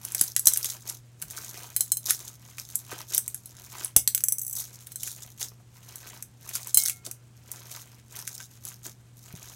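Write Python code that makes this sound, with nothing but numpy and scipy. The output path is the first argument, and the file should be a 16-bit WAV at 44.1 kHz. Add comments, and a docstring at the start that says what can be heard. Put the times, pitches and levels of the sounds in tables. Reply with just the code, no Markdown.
"""Bead-filled slime is kneaded, lifted and stretched by two hands in a bowl, close to the microphone.
Air pockets burst as short coloured noise; films tear as crackle, and air squelches through the mass.
Flops and gulps are damped low notes that rise in pitch. Beads knock on the bowl and ring its modes,
and a loose bead bounces to a rattle. Behind it is steady room noise with a faint mains hum."""
import sys
import numpy as np
from scipy import signal
from scipy.fft import rfft, irfft
from scipy.io import wavfile
from scipy.ndimage import uniform_filter1d

SR = 44100
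rng = np.random.default_rng(int(sys.argv[2]) if len(sys.argv) > 2 else 0)


def master(y):
    """Save y as 16-bit WAV."""
    cut = np.clip(np.atleast_2d(y).T, -1, 1)
    pcm = np.round(cut * 32767)  # scale
    wavfile.write(sys.argv[1], SR, pcm.astype(np.int16))


N = 421155
TIME = np.arange(N) / SR

# bright spectrum of a crack: (frequency [Hz], density [dB per Hz, relative])
CRACK_SPECTRUM = [(2500, -36.5), (4500, -27), (6100, 2.5), (6900, -3), (8100, 6.5), (9900, 0.5), (10900, 8),
                  (12600, -0.5), (14700, 1.5), (16000, -13)]
# duller spectrum of the body under a crack: (frequency [Hz], density [dB per Hz, relative])
BODY_SPECTRUM = [(200, -17), (900, -14.5), (1500, 1), (2500, 1), (4200, 0.5), (6000, 4.5), (9000, -19)]
# ringing modes of the bowl: (frequency [Hz], relative level [dB], t60 [s])
BOWL_MODES = [(727, -43, .9), (1373, -38, 1.6), (2169, -17, .58), (3095, -19, .2), (4105, -5, .11),
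              (5190, -8, .07), (6400, -4, .08), (7580, -2, .07), (7930, 1, .07), (8300, -1, .06),
              (8860, 1, .07), (10220, 2, .07), (10860, 2, .06), (11660, 2, .06), (12950, -3, .06),
              (13220, 2, .07), (14100, -2, .05), (14860, -2, .06), (15160, -2, .06)]


def from_db(db):
    """Decibels to gain."""
    return 10 ** (np.asarray(db) / 20)


def rms_one(x):
    """Scale to unit power."""
    return x / np.sqrt(np.mean(x ** 2) + 1e-20)


def spectrum_gain(spectrum, size):
    """Gain at each FFT bin, interpolated in dB over log frequency."""
    hz, db = np.transpose(spectrum)
    bins_hz = np.fft.rfftfreq(size, 1 / SR)
    return from_db(np.interp(np.log(bins_hz + 1), np.log(hz), db))


def colour(x, spectrum):
    """Causal (minimum-phase) filter of unit power gain that follows a spectrum."""
    size = 1024
    cepstrum = irfft(np.log(spectrum_gain(spectrum, size)))[:size // 2]
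    response = irfft(np.exp(rfft(2 * cepstrum, size)))  # folded cepstrum gives minimum phase
    return signal.fftconvolve(x, response / np.linalg.norm(response))[:len(x)]


def drift(rate):
    """Smooth random wander of unit rms, with this many turning points a second."""
    knots = rng.standard_normal(4000)
    return rms_one(np.interp(TIME * rate, np.arange(len(knots)), knots))


def dying(t60, seconds):
    """Exponential decay that falls 60 dB in t60 seconds."""
    return from_db(-60 * TIME[:int(seconds * SR)] / t60)


def at_level(hit, db):
    """Give the first 10 ms of a hit this rms level."""
    onset_rms = np.sqrt(np.mean(hit[:SR // 100] ** 2))
    return hit * from_db(db) / onset_rms


def add(track, s, sound):
    """Mix a sound into a track at a moment in seconds."""
    start = max(0, int(s * SR))
    track[start:start + len(sound)] += sound[:N - start]


def filtered(x, order, hz, kind):
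    """Butterworth filter."""
    return signal.sosfilt(signal.butter(order, hz, kind, fs=SR, output="sos"), x)


def burst(spectrum, t60, vary_db, snap):
    """A sharp snap and its short noisy decay; every cavity colours it in its own way."""
    fall = dying(t60, seconds=0.06) + snap * dying(0.003, seconds=0.06)
    noise = fall * rng.choice([-1, 1], len(fall))
    own_spectrum = [(hz, db + vary_db * rng.standard_normal()) for hz, db in spectrum]
    return colour(noise, own_spectrum)


def ringing(modes, vary_db):
    """Struck modes as decaying sines; the spot that is hit matters most to the high ones."""
    out, t = 0, TIME[:SR]
    for hz, db, t60 in modes:
        pitch_chance, level_chance = min(1, hz / 8000) * rng.standard_normal(2)
        pitch = hz * (1 + 0.0015 * pitch_chance)
        tone = np.sin(2 * np.pi * (pitch * t + rng.random()))
        out = out + from_db(db + vary_db * level_chance) * dying(t60, seconds=1) * tone
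    return out


def grains(per_s, spread_db, clump_db):
    """Tiny ruptures of uneven size that come in clumps; power is evened over a tenth of a second."""
    chance = per_s * from_db(clump_db * drift(rate=60)) / SR
    born = rng.random(N) < chance
    size_db = spread_db * np.minimum(rng.exponential(1, N), 4)
    clicks = born * from_db(size_db) * rng.choice([-1, 1], N)
    local_power = uniform_filter1d(clicks ** 2, size=4410)
    return clicks / np.sqrt(np.abs(local_power) + 1e-4)


def background(noise_db):
    """Mains hum of gently wavering level over the steady noise of the room."""
    # noise of the room: (frequency [Hz], density [dB per Hz, relative])
    room_spectrum = [(20, -25), (55, -9), (115, -6.5), (170, -11.5), (440, -22.5), (950, -29),
                     (5000, -35.5), (8000, -32.5), (16000, -49.5)]
    # mains hum: (frequency [Hz], mean rms level [dB])
    hum_tones = [(120, -54), (221, -73.5)]
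    white = rng.standard_normal(N)
    air = rms_one(irfft(rfft(white) * spectrum_gain(room_spectrum, N), N))
    hum = 0
    for hz, db in hum_tones:
        level = from_db(db + 0.5 * drift(rate=4.0))
        hum = hum + level * np.sqrt(2) * np.sin(2 * np.pi * hz * TIME)
    return from_db(noise_db) * air + hum


def room(x, t60, wet_db):
    """Dense reflections from the bowl and the near walls, as a decaying noise tail."""
    fall = dying(t60, seconds=0.28)
    tail = fall * rng.standard_normal(len(fall)) * (TIME[:len(fall)] > 0.003)  # 3 ms gap first
    return x + from_db(wet_db) * signal.fftconvolve(x, tail / np.linalg.norm(tail))[:N]


def strike(modes, damping, crack_db, body_db):
    """A hard contact: a tick, a dull knock and ringing modes; clinging slime (0-1) stills the low ones most."""
    crack_trim_db, body_trim_db = -1.5, -5
    held = []
    for hz, db, t60 in modes:
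        low_cut_db = 12 * damping * (hz < 2600)
        held.append((hz, db - low_cut_db, t60 / (1 + damping * t60 / 0.09)))
    tick = burst(CRACK_SPECTRUM, t60=0.02, vary_db=5.5, snap=1.5)
    knock = burst(BODY_SPECTRUM, t60=0.012, vary_db=2.5, snap=2.5)
    out = at_level(ringing(held, vary_db=2.0), crack_db + crack_trim_db)
    add(out, 0, at_level(tick, crack_db + crack_trim_db))
    add(out, 0, at_level(knock, body_db + body_trim_db))
    return out


def bowl_knocks():
    """Beads knock on the bowl: clinging slime damps the ring until the hands leave the bowl free."""
    # knocks: (time [s], crack level before the strike's trim [dB], body level before the trim [dB])
    knock_events = [(0.471, -11, -26), (1.7637, -21, -35.5), (1.8075, -20.5, -61), (1.919, -19, -46),
                    (1.9704, -28.5, -71), (3.458, -42, -74), (4.9188, -40, -48), (4.9578, -35, -48),
                    (6.745, -18, -44), (6.7726, -13, -26)]
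    # the hands leave the bowl free to ring: (from [s], to [s])
    freed, touched = (6.76, 7.02)
    stilling_db_per_s = 11
    out = np.zeros(N)
    for s, crack_db, body_db in knock_events:
        add(out, s, strike(BOWL_MODES, float(s < freed), crack_db, body_db))
    # a hand slowly stills the bowl
    return out * from_db(-stilling_db_per_s * np.maximum(TIME - touched, 0))


def loose_bead():
    """A bead drops, bounces and rattles to rest; the low modes of the bowl answer each bounce faintly."""
    # bounces: (time [s], crack level before the strike's trim [dB], body level before the trim [dB])
    bounce_events = [(3.9637, -10, -15.5), (4.076, -18.5, -21.5), (4.1483, -20.5, -28.5),
                     (4.178, -31, -35.5), (4.206, -38, -36), (4.2381, -21, -37), (4.2846, -21.5, -44.5),
                     (4.323, -21.5, -64), (4.3839, -31, -70)]
    # ring of the bouncing bead: (frequency [Hz], relative level [dB], t60 [s])
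    bead_modes = [(6000, -4, .05), (6300, -7, .04), (7700, 0, .04), (7990, -2, .04), (8390, -3, .035),
                  (9620, 1, .022), (10700, 0, .04), (10900, -1, .04), (12000, 4, .04), (13280, -2, .028),
                  (14720, -2, .035), (14900, -2, .035)]
    # the last small bounces run together: (from [s], to [s])
    rattle_start, rattle_end = (4.398, 4.61)
    rattle_db, rattle_fade_db_per_s = -36, 6
    body_below_tick_db, bowl_below_tick_db = 28, 41.5  # before the strike's trims
    ticks, answer = np.zeros((2, N))
    low_modes = [mode for mode in BOWL_MODES if mode[0] < 2500]
    for s, crack_db, body_db in bounce_events:
        add(ticks, s, strike(bead_modes, 0, crack_db, body_db))
        bowl_ring = ringing(low_modes, vary_db=4.0) * dying(0.46, seconds=1)
        add(answer, s, at_level(bowl_ring, crack_db - bowl_below_tick_db))
    for s in np.linspace(rattle_start, rattle_end, num=18):
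        db = rattle_db - rattle_fade_db_per_s * (s - rattle_start) + rng.uniform(-4, 4)
        tick = strike(bead_modes, 0, db, db - body_below_tick_db)
        add(ticks, s + rng.uniform(-0.006, 0.006), tick)
    # a light bead makes no bass
    return answer + filtered(ticks + 1e-18, 2, 1500, "high")


def plops():
    """Blows, thuds and gulps: damped notes that rise as the pocket closes, roughened by the wet mass."""
    # soft blows of the mass, thuds of the bowl and gulps of trapped air:
    # (time [s], level before the note and noise mix [dB], starting pitch [Hz], t60 [s])
    plop_events = [(.213, -24.5, 153, 0.011), (.472, -26, 107, 0.028), (1.227, -40.5, 80, 0.29),
                   (2.917, -34, 1170, 0.08), (2.927, -28.5, 358, 0.029), (3.961, -16.5, 69.5, 0.028),
                   (3.964, -19, 187, 0.018), (3.965, -22, 653, 0.014), (5.413, -41, 350, 0.064),
                   (5.518, -47, 690, 0.021), (5.6, -52, 700, 0.041), (7.068, -38, 310, 0.07),
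                   (8.401, -39, 1500, 0.061), (8.858, -41, 340, 0.11), (9.338, -30, 143, 0.036)]
    out, t = np.zeros(N), TIME[:SR // 2]
    for s, db, hz, t60 in plop_events:
        note = np.sin(2 * np.pi * hz * (t + 0.22 * t * t / t60))
        smear = rms_one(filtered(rng.standard_normal(len(t)), 2, [hz / 2, hz * 2], "band"))
        add(out, s, from_db(db) * dying(t60, seconds=0.5) * (0.55 * note + 0.6 * smear))
    return out


def pops():
    """Each larger air pocket bursts with a bright crack and a duller body."""
    # bursts: (time [s], crack level [dB], body level before the lift [dB])
    pop_events = [(0.0503, -31, -48), (0.1205, -35, -58), (0.1482, -24, -40), (0.1924, -37, -48),
                  (0.212, -15, -34), (0.2376, -31, -66), (0.3638, -19.5, -33), (0.3946, -24, -48),
                  (0.4575, -21.5, -52), (0.483, -20, -44), (0.5358, -22, -49), (0.56, -34, -42),
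                  (0.573, -22, -43.5), (0.6449, -27.5, -39), (0.898, -33, -54), (1.2174, -37, -53.5),
                  (1.2234, -32.5, -46), (1.308, -39, -53), (1.3784, -45, -45), (2.101, -26, -36),
                  (2.107, -17.5, -32), (2.583, -42.5, -43.5), (2.7555, -22.5, -51.5), (3.1475, -22.5, -40),
                  (3.1791, -18, -43.5), (3.2792, -29, -54.5), (3.3453, -31, -56), (3.8468, -26.5, -72),
                  (4.8698, -41.5, -55), (5.0329, -30, -48), (5.0758, -37, -46), (5.415, -37, -42),
                  (5.9573, -38, -62), (6.225, -35.5, -52), (6.491, -36.5, -51.5), (6.5537, -29.5, -41),
                  (6.6719, -35, -63), (6.836, -25.5, -62), (6.8594, -26, -45.5), (6.8832, -26, -41),
                  (6.897, -26.5, -41.5), (7.064, -37, -45.5), (7.113, -34.5, -53.5), (7.516, -33.5, -57.5),
                  (8.19, -40, -48), (8.2763, -33, -43), (8.652, -36, -55), (8.6863, -39, -77)]
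    body_lift_db = 3.5
    out = np.zeros(N)
    for s, crack_db, body_db in pop_events:
        crack = burst(CRACK_SPECTRUM, t60=0.016, vary_db=0.5, snap=0.22)
        body = burst(BODY_SPECTRUM, t60=0.022, vary_db=4.0, snap=0.63)
        add(out, s, at_level(crack, crack_db))
        add(out, s, at_level(body, body_db + body_lift_db))
    return out


def crackles(spectrum, per_s, t60, spread_db, clump_db):
    """Tiny bursts from cavities of six different colours; rms 1."""
    clicks = grains(per_s, spread_db, clump_db)
    cavity = rng.integers(0, 6, N)
    out = 0
    for k in range(6):
        pop = burst(spectrum, t60, vary_db=4.5, snap=0.55)
        out = out + signal.oaconvolve(clicks * (cavity == k), pop / np.linalg.norm(pop))[:N]
    return rms_one(out)


def small_bubbles():
    """Ten sizes of small pocket, each a resonance that rings for a few cycles; rms 1."""
    out = 0
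    for hz in np.geomspace(500, 3000, num=10):
        clicks = grains(per_s=25, spread_db=1, clump_db=5)
        out = out + signal.lfilter(*signal.iirpeak(hz, 7, fs=SR), clicks + 1e-18)
    return rms_one(out)


def pressure(start, hold):
    """One squeeze in dB: it builds (a long one more slowly), sags as the air runs out and lets go."""
    attack_s, release_s = 0.031 + 0.6 * hold, 0.075  # each spans 20 dB, besides the sag
    sag_db_per_s = 23
    early = np.maximum(start - TIME, 0)
    late = np.maximum(TIME - start - hold, 0)
    sag_db = sag_db_per_s * np.maximum(TIME - start, 0)
    return -20 * (early / attack_s + late / release_s) - sag_db


def kneading():
    """Pressure tears thin films (crackle) and squeezes air through the wet mass (squelch)."""
    # the fingers press or pull the mass: (time of full pressure [s], hold [s],
    # peak fine crackle level [dB], peak wet squelch level before the wet mix [dB])
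    squeeze_events = [(0.072, 0.18, -44.5, -50.5), (0.197, 0.089, -34, -51), (0.375, .02, -43, -65),
                      (0.481, 0.035, -29.5, -46), (0.61, .09, -32, -49.5), (0.708, 0.043, -39.5, -48.5),
                      (0.872, 0.046, -38.5, -49), (1.223, 0.0039, -50, -52), (1.35, 0.16, -40.5, -49),
                      (1.558, 0.14, -44.5, -47), (1.778, 0.11, -45.5, -62), (2.081, 0.029, -28, -44),
                      (2.197, 0.11, -43, -53), (2.447, 0.15, -54, -58), (2.599, 0.01, -39.5, -55),
                      (2.704, 0.16, -47, -58.5), (2.923, 0.085, -43, -44.5), (3.129, 0.02, -30, -44),
                      (3.254, 0.12, -50.5, -63), (3.46, 0.098, -55, -62.5), (3.58, 0.18, -49, -56),
                      (3.758, .1, -41.5, -44.5), (4.574, 0.055, -36.5, -52), (4.68, .25, -50, -59),
                      (5.039, 0.076, -37, -56.5), (5.185, 0.097, -45.5, -55.5), (5.415, 0.012, -33, -45),
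                      (5.761, .08, -57.5, -60), (5.892, 0.12, -49.5, -54), (6.053, 0.12, -47.5, -49),
                      (6.462, 0.068, -45.5, -50), (6.553, 0.04, -34.5, -45.5), (6.664, 0.015, -39.5, -49),
                      (6.806, 0.072, -29.5, -53.5), (7.057, 0.0087, -44.5, -52), (7.56, 0.32, -49.5, -52),
                      (7.727, 0.058, -40.5, -47.5), (7.85, 0.15, -58.5, -60), (8.151, 0.067, -42.5, -49),
                      (8.297, 0.13, -42.5, -57), (8.515, 0.061, -56.5, -63), (8.667, 0.053, -44.5, -53),
                      (8.853, 0.0083, -39.5, -48.5), (9.193, 0.067, -54, -82), (9.291, 0.11, -51.5, -54),
                      (9.414, 0.37, -48, -53)]
    # spectra of torn films and of squeezed air: (frequency [Hz], density [dB per Hz, relative])
    crackle_spectrum = [(2000, -35), (3800, -5), (5200, -5), (6200, 2.5), (7000, 0), (8000, 2),
                        (10000, -2.5), (12000, 0.5), (15000, -8), (16500, -5)]
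    squelch_spectrum = [(150, -14), (350, -5), (800, -5), (1700, -2), (3000, -3.5), (4500, -4), (8000, -18)]
    crackle_db = squelch_db = -73  # the resting mass still ticks faintly
    for start, hold, tear_db, air_db in squeeze_events:
        press = pressure(start, hold)
        crackle_db = np.maximum(crackle_db, tear_db + press)
        squelch_db = np.maximum(squelch_db, air_db + press)
    crackle = crackles(crackle_spectrum, per_s=800, t60=0.008, spread_db=5.5, clump_db=5)
    squelch = crackles(squelch_spectrum, per_s=500, t60=0.0095, spread_db=4.5, clump_db=3)
    wet = from_db(-3.5) * squelch + from_db(-6.5) * small_bubbles()
    return from_db(crackle_db) * crackle + from_db(squelch_db) * wet


def scene():
    """Slime, beads and bowl in the room."""
    close = bowl_knocks() + loose_bead() + plops() + pops() + kneading()
    return (room(close, t60=0.15, wet_db=-8.5) + background(noise_db=-58.5))[None]


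def record(dry):
    """Deep bass is cut, peaks beyond full scale clip, and the top is cut steeply at 15.9 kHz."""
    thinned = filtered(dry, 2, 45, "high")
    top_cut = signal.ellip(10, 0.2, 90, 15900, fs=SR, output="sos")
    return signal.sosfilt(top_cut, np.clip(thinned, -1, 1))


dry = scene()
out = record(dry)
master(out)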